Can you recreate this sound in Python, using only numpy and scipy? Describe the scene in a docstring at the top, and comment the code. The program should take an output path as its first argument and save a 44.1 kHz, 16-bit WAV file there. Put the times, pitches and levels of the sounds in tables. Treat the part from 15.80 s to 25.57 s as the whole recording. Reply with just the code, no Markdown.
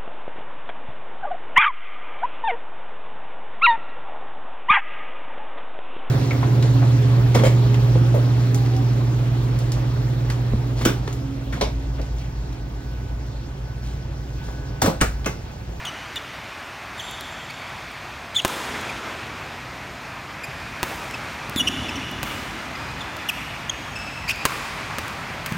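"""A large, hard-walled hall during a badminton rally, heard by one microphone behind the court.
Filtered noise makes the uneven background wash and rumble; a dying cloud of noise makes the hall ring on.
Light taps, mostly of shoes, are bursts of noise; landings thump with low sines, and rubber soles squeak
with gliding tones and their overtones.
Each racket stroke is one sharp click sent through resonances, with ringing strings and frame."""
import sys
import numpy as np
from scipy import signal
from scipy.fft import rfft, irfft, next_fast_len
from scipy.io import wavfile
from scipy.ndimage import uniform_filter1d, map_coordinates

SR = 44100
rng = np.random.default_rng(int(sys.argv[2]) if len(sys.argv) > 2 else 0)


def persist_wave(psi):
    """Save psi, clipped to +-1, as 16-bit WAV."""
    counts = np.round(np.clip(psi, -1, 1) * 32767).astype(np.int16)
    wavfile.write(sys.argv[1], SR, np.atleast_2d(counts).T)


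N = 430857  # length in samples


def amp(db):
    """Turns decibels into a plain multiplier."""
    return 10 ** (np.asarray(db) / 20)


def unit(x):
    """Scales a sound to an average (RMS) strength of 1."""
    return x / np.sqrt(np.mean(x ** 2) + 1e-20)


def noise(size):
    """Plain white noise, a fresh random number for each sample."""
    return rng.standard_normal(size)


def along(points, hz):
    """Reads a curve of (Hz, value) points at any pitch, on a logarithmic pitch axis."""
    point_hz, value = np.transpose(points)
    return np.interp(np.log(hz + 1), np.log(point_hz + 1), value)


def filtered(x, response):
    """Multiplies the spectrum of x by a response, which is a function of frequency."""
    size = next_fast_len(x.shape[-1] + 8192)  # spare room for the filter to ring out
    spectrum = rfft(x, size) * response(np.fft.rfftfreq(size, 1 / SR))
    return irfft(spectrum, size)[..., :x.shape[-1]]


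def resonance(centre_hz, width_hz):
    """The response of one damped resonator, which favours pitches near its centre."""
    return lambda f: 1j * f * width_hz / (centre_hz ** 2 - f * f + 1j * f * width_hz)


def wobble(size, rate):
    """A smooth random curve through a given number of random points a second."""
    points = noise(int(size * rate / SR) + 4)
    return map_coordinates(points, [np.arange(size) * rate / SR])


def ring(modes, t, scale=1, last=1):
    """Adds up dying sines, each at a slightly random strength."""
    total = 0
    for hz, db, t60 in modes:
        level_db = db + rng.normal(0, 2) - 60 * t / (t60 * last)
        total = total + amp(level_db) * np.sin(2 * np.pi * hz * scale * t)
    return total


def smeared(x, t60):
    """Scatters x off many small surfaces into a short cloud of copies that dies by 60 dB in t60 seconds."""
    size = SR // 10
    cloud = amp(-60 * np.arange(size) / SR / t60) * noise(size)
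    return signal.fftconvolve(x, cloud / np.linalg.norm(cloud))[:len(x)]


def add(pair, s, sound, hall_db, near=0):
    """Lays a sound on the direct path and, hall_db apart, on the path into the hall; near is only direct."""
    start = round(s * SR)
    both = np.array([sound + near, amp(hall_db) * sound])[:, :N - start]
    pair[:, start:start + both.shape[1]] += both


def background():
    """A patchy wash and a lumpy rumble that rise and fall, with the wavering blade tone of fans."""
    # background level over time, with the stroke's ringing in the hall around 2.86 s:
    # start_s, rumble_db, wash_db
    background_levels = [(0.0, -46, -35), (0.73, -46, -36.5), (1.09, -46.5, -36), (2.2, -44, -36),
                         (2.72, -44, -37), (2.86, -44, -32), (3.7, -41, -35.5), (4.6, -43.5, -36),
                         (4.81, -39.5, -34.5), (5.58, -41.5, -33.5), (5.85, -38, -33.5), (8.05, -41.5, -34),
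                         (8.3, -39, -35), (8.93, -39, -33), (9.77, -38.5, -33.5)]
    # balance of pitches in the wash: pitch_hz, level_db (per Hz)
    wash_colour = [(100, -40), (270, -5.5), (470, -11), (640, -4.5), (1300, -4), (1600, -5), (2500, -6),
                   (2900, -12.5), (4600, -18), (7000, -24.5), (7700, -29), (9300, -28.5), (10400, -38.5),
                   (12000, -31.5), (16000, -41)]
    # balance of pitches in the rumble: pitch_hz, level_db (per Hz)
    rumble_colour = [(12, -51), (20, -21), (30, -25), (48, 1), (134, 0.5), (184, -4.5), (245, -7),
                     (300, -23.5), (390, -31), (660, -120)]
    # blade tone of the fans: pitch_hz, width_hz, level_db
    fan_tone = (127.5, 1.6, -56.5)

    point_s, *columns = np.transpose(background_levels)
    rumble_db, wash_db = [np.interp(np.arange(N) / SR, point_s, column) for column in columns]

    # random patches of time and pitch make the wash uneven
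    spectrum = signal.stft(noise(N), nperseg=512)[2]
    patches = uniform_filter1d(noise(spectrum.shape), 6, 0)
    patches = uniform_filter1d(patches, 12, 1)
    patchy = signal.istft(spectrum * amp(0.93 * unit(patches)), nperseg=512)[1][:N]

    wash = unit(filtered(patchy, lambda hz: amp(along(wash_colour, hz))))
    rumble = unit(filtered(noise(N), lambda hz: amp(along(rumble_colour, hz))))
    fan_hz, width_hz, fan_db = fan_tone
    blade = unit(filtered(noise(N), resonance(fan_hz, width_hz)))

    wash = amp(wash_db + 0.39 * wobble(N, rate=24)) * wash
    rumble = amp(rumble_db + 1.3 * wobble(N, rate=6.6)) * rumble
    return wash + rumble + amp(fan_db) * blade


def hall(x):
    """Echoes too dense to tell apart: a tail of noise that builds up, then dies, each pitch at its own pace."""
    # how long the hall rings: pitch_hz, t60_s (time to die by 60 dB)
    hall_ring = [(100, 5), (300, 7.3), (1000, 3.4), (3000, 3.75), (7000, 2.7), (14000, 0.93)]
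    hz, t, spectrum = signal.stft(noise(3 * SR), SR, nperseg=256)
    build = 1 - np.exp(-(t / 0.021) ** 2)
    decay = amp(-60 * t / along(hall_ring, hz)[:, None])
    tail = signal.istft(spectrum * build * decay, SR, nperseg=256)[1]
    return signal.fftconvolve(x, tail / np.linalg.norm(tail))[:N]


def taps():
    """Light taps and scuffs: a short puff of gritty noise with a duller slap."""
    # light taps and scuffs, mostly of shoes; the one at 2.679 may be a stroke's echo:
    # start_s, grit_db, slap_db (over the grit)
    tap_list = [(0.3585, -40, 19), (1.311, -31, -6), (1.409, -31, 4), (2.116, -43, -1), (2.6195, -40, 11),
                (2.679, -22, -7), (3.0121, -33.5, -21), (5.310, -47, 21), (5.696, -27.5, -4),
                (5.761, -34, 16), (6.313, -32, -16), (7.367, -34, 5), (8.188, -41.5, 9), (8.4965, -29, 11),
                (8.559, -43.5, 13), (9.281, -31, 3), (9.723, -35, 12.5)]
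    rise_s, decay_s = 0.00022, 0.0017
    pair, t = np.zeros((2, N)), np.arange(SR // 16) / SR
    shape = (1 - np.exp(-t / rise_s)) * np.exp(-t / decay_s)
    for s, grit_db, slap_db in tap_list:
        grit = unit(filtered(noise(len(t)), resonance(9700, 12000)))
        slap = unit(filtered(noise(len(t)), resonance(2800, 1700)))
        add(pair, s, amp(grit_db) * (grit + amp(slap_db) * slap) * shape, hall_db=-9)
    return pair


def thumps():
    """Landings on the mat: the sprung floor gives one low push, a sine that dies fast."""
    # landings: start_s, level_db, floor_hz, t60_s (time to die by 60 dB), hall_db
    landings = [(4.683, -24.5, 132, 0.066, -16), (5.691, -16, 127, 0.032, -10),
                (5.761, -6.5, 261, 0.019, 1.5), (6.424, -21, 130, 0.039, -3.5), (9.179, -31, 217, 0.068, 5),
                (9.372, -28, 164, 0.06, 3), (9.519, -42, 165, 0.06, 2), (9.72, -6.5, 163, 0.021, 4.5)]
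    pair, t = np.zeros((2, N)), np.arange(SR // 4) / SR
    rise = 1 - np.exp(-t / 0.0016)
    for s, level_db, floor_hz, t60, hall_db in landings:
        push = np.sin(2 * np.pi * floor_hz * t) * rise
        add(pair, s, amp(level_db - 60 * t / t60) * push, hall_db)
    return pair


def squeaks():
    """Rubber sticks and slips thousands of times a second; two patches of sole beat, uneven grip shakes them."""
    # squeaks: loudest_s, swell_s, fade_s, first_hz, loudest_hz, last_hz (slip rates), tone_db,
    # unsteadiness (0-1), second_overtone_db, loss_db (each further overtone),
    # second_patch_ratio (its slip rate over the first), second_patch_db, hall_db
    squeak_list = [ (0.055, .007, 0.0068, 3000, 3350, 3400, -29, 0.63, -16, 13, 0.86, -6, -16),
                   (0.074, .013, 0.026, 3480, 2990, 2950, -30.5, 0.24, -9.5, 12, 1.3, -18, -6),
                   (0.364, .004, 0.02, 3780, 3500, 3580, -27, 0.26, -17, 21, .83, -5, -14),
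                   (1.183, .007, .011, 3680, 3690, 3660, -44, 0.22, -3, 9, 1.2, -12, 10.5),
                   (1.202, .012, 0.016, 3557, 3180, 2910, -32.5, 0.49, -12, 16, 1.07, -8, 0.5),
                   (1.706, .008, 0.0086, 2240, 2237, 2330, -34.5, 0.45, -11, 5, 1, -10, -1.5),
                   (2.553, .008, 0.02, 3454, 3365, 3530, -30, .6, -9, 26, 1.11, -3, -2.5),
                   (2.569, .009, 0.034, 3560, 3480, 3200, -16.5, 0.14, -16, 15, 1, -6, -21),
                   (2.599, .008, 0.0072, 3140, 2910, 2670, -25, 0.28, -17, 13, 1.2, -8, -18),
                   (3.098, .008, 0.0095, 2750, 2420, 2390, -29, .2, -17, 4, 1.04, -12, -30),
                   (4.642, .009, 0.016, 2490, 2460, 2370, -35, 0.24, -7.5, 2.5, 1.02, -7, -8),
                   (5.345, .007, 0.01, 2680, 2595, 2560, -28.5, 0.1, -11, 13, 1.2, -18, -23),
                   (5.79, .03, 0.018, 3700, 3370, 3320, -25.5, .22, -11.5, 1.5, 1.12, -12, -7),
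                   (5.807, .012, 0.014, 3020, 2923, 2890, -17, 0.18, -14, 10, 1.16, -9, -11),
                   (5.881, .011, 0.0097, 2844, 2827, 3040, -20, 0.49, -10.5, 9.5, 1.05, -2, -9),
                   (6.093, .008, 0.013, 2710, 2660, 2580, -31, 0.33, -7, 16, .95, -9, -19),
                   (6.159, .005, 0.014, 3140, 3000, 2720, -33, 0.48, -5, 15, 1.04, -4, -5.5),
                   (6.957, .006, 0.0083, 2570, 2500, 2470, -38, .33, -2.5, 19, 0.83, -8, 3),
                   (7.211, .006, .016, 3800, 3630, 3270, -33, .2, -15, 10, 1.17, -16, -4.5),
                   (7.495, .009, 0.011, 2870, 2845, 2370, -23.5, .4, -10, 1.5, 1.16, -6.5, -7.5),
                   (7.899, .005, 0.0055, 3430, 3220, 3110, -20, 0.14, -3, 23, 1.12, -23, -14),
                   (8.163, .011, 0.02, 2600, 2638, 2620, -35.5, 0.34, -3.5, 11, 1.01, -10, 3),
                   (8.486, 0.0087, 0.019, 2445, 2290, 2410, -27, 0.57, -8, 12, 0.86, -14, -3),
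                   (8.503, .018, .021, 2562, 2567, 2600, -24.5, 0.64, -12.5, 6, 1.2, -7.5, -13)]
    # scraping noise: steady_grip_db, gain_db (at full unsteadiness)
    scrape_levels = (-29, 29)
    edge_db, edge_shape = 8, 1.58  # level lost at either end; roundness of the swell
    pair = np.zeros((2, N))
    for (s, swell, fade, first_hz, peak_hz, last_hz, tone_db, rough,
         second_db, loss_db, ratio, patch_db, hall_db) in squeak_list:
        t = np.arange(-swell, fade, 1 / SR)  # zero at the loudest moment
        hz = np.interp(t, [-swell, 0, fade], [first_hz, peak_hz, last_hz])
        sag_db = -edge_db * np.abs(np.where(t < 0, t / swell, t / fade)) ** edge_shape

        overtones_db = [0, *(second_db - loss_db * np.arange(4))]  # the first is the slip rate itself
        tone = 0
        for rate_hz, level_db in ((hz, 0), (hz * ratio, patch_db)):
            shaken_hz = rate_hz * (1 + 0.09 * rough * wobble(len(t), rate=524))
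            phase = 2 * np.pi * np.cumsum(shaken_hz) / SR
            for number, overtone_db in enumerate(overtones_db, start=1):
                shake_db = 8.0 * rough * wobble(len(t), rate=382)
                tone = tone + amp(level_db + overtone_db + shake_db) * np.sin(number * phase)

        steady_db, gain_db = scrape_levels
        scrape = unit(filtered(noise(len(t)), resonance(4100, 12000)))
        scrape = amp(steady_db + gain_db * rough) * scrape
        edges = np.clip(np.minimum(t + swell, fade - t) / 0.0025, 0, 1)  # no clicks at the ends
        squeak = edges * amp(tone_db + sag_db) * (np.sqrt(2) * tone + scrape)
        add(pair, s - swell, squeak, hall_db)
    return pair


def strokes():
    """Cork on strings: a sharp crack, ringing strings and frame, a rustle of feathers, bounces off mat and wall."""
    # racket strokes: start_s, level_db, string_bed_hz, bed_db, frame_db, crack_db, treble_db, rustle_db,
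    # hall_db, mat_delay_ms, facing_wall_delay_ms
    stroke_list = [(2.6493, -5, 1045, -11, -10, -12, -7, -20, 0.5, 1.95, 48),
                   (5.0302, -12, 1010, -11, -6.5, -8, 7, -23, -1, 1.1, 84),
                   (6.4307, -18, 1034, -10, -10, -7, 9, -16, 4, 2, 45),
                   (8.6533, -5, 1166, -9, -11, -9, -2, -9, -4.5, 2.5, 66),
                   (9.1846, -22, 1240, -14, -3, -4, 7, -10, -2, 2.4, 40),
                   (9.6613, -17.5, 1060, -16, -21, -10, 8, -8, 1, 2, 40)]
    # string tones: pitch_ratio (multiple of the bed pitch), level_db, ring_share (of the bed's ring time)
    string_tones = [(1, 5.5, 1), (1.6, -30, .6), (2.3, -17, .6)]
    # frame tones: pitch_hz, level_db, t60_s (time to die by 60 dB)
    frame_tones = [(147, -50, .04), (260, -32, 0.073), (368, -3, 0.036), (730, 18.5, 0.0033)]
    # broad body of the crack: pitch_hz, width_hz, level_db
    cork_bands = [(1204, 357, 37.5), (2850, 1840, 30.5), (5700, 9600, 22.5)]
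    bed_t60_s, thud_db, wall_db = 0.019, 34.5, -10  # string ring; air push over the frame; wall echo

    def crack_response(f):
        """Sums the cork's resonances, every other one upside down."""
        return sum((-1) ** k * amp(db) * resonance(hz, width)(f)
                   for k, (hz, width, db) in enumerate(cork_bands))

    pair, t = np.zeros((2, N)), np.arange(SR // 4) / SR
    contact = 1. * (t == 0)  # a click one sample long
    body = filtered(contact, crack_response)
    snap = filtered(contact, lambda f: resonance(14500, 7000)(f) ** 2)
    thud = filtered(contact, lambda f: -resonance(280, 330)(f) ** 2)  # the air pushed by the racket head
    soft = 1 - np.exp(-t / 0.00011)  # a very short rise

    for (s, level_db, bed_hz, bed_db, frame_db, crack_db, treble_db, rustle_db,
         hall_db, mat_ms, wall_ms) in stroke_list:
        frame = amp(frame_db) * ring(frame_tones, t) * soft
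        strings = amp(bed_db) * ring(string_tones, t, bed_hz, bed_t60_s) * soft
        crack = amp(crack_db) * body + amp(treble_db) * snap
        blow = strings + amp(frame_db + thud_db) * thud + crack

        feathers = unit(filtered(noise(len(t)), resonance(5600, 3500)))
        rustle = amp(rustle_db - 60 * t / 0.022) * feathers

        mat = amp(-5) * np.roll(blow, round(mat_ms * SR / 1000))
        # players, net and benches
        nearby = amp(-4.5) * np.roll(smeared(blow, 0.039), round(.004 * SR))
        echo = filtered(smeared(blow, .012), resonance(bed_hz, 900))
        wall = amp(wall_db) * np.roll(echo, wall_ms * SR // 1000)

        near = amp(level_db) * (frame + rustle + mat + nearby + wall)
        add(pair, s, amp(level_db) * blow, hall_db, near=near)
    return pair


def scene():
    """Each kind of sound comes from its own places, so each meets its own echoes."""
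    played = background()
    for direct, into_hall in (taps() + thumps(), squeaks(), strokes()):
        played = played + direct + hall(into_hall)
    return np.tile(played, (2, 1))


def record(dry):
    """One microphone on both channels: deep bass cut, soft clipping at full scale, then a treble limit."""
    top_hz = 15900
    # removes constant offset and the deepest bass
    dry = filtered(dry, lambda hz: (1j * hz / (22 + 1j * hz)) ** 2)
    clipped = dry / (1 + np.abs(dry) ** 6) ** (1 / 6)
    return filtered(clipped, lambda hz: hz < top_hz)


dry = scene()
out = record(dry)
persist_wave(out)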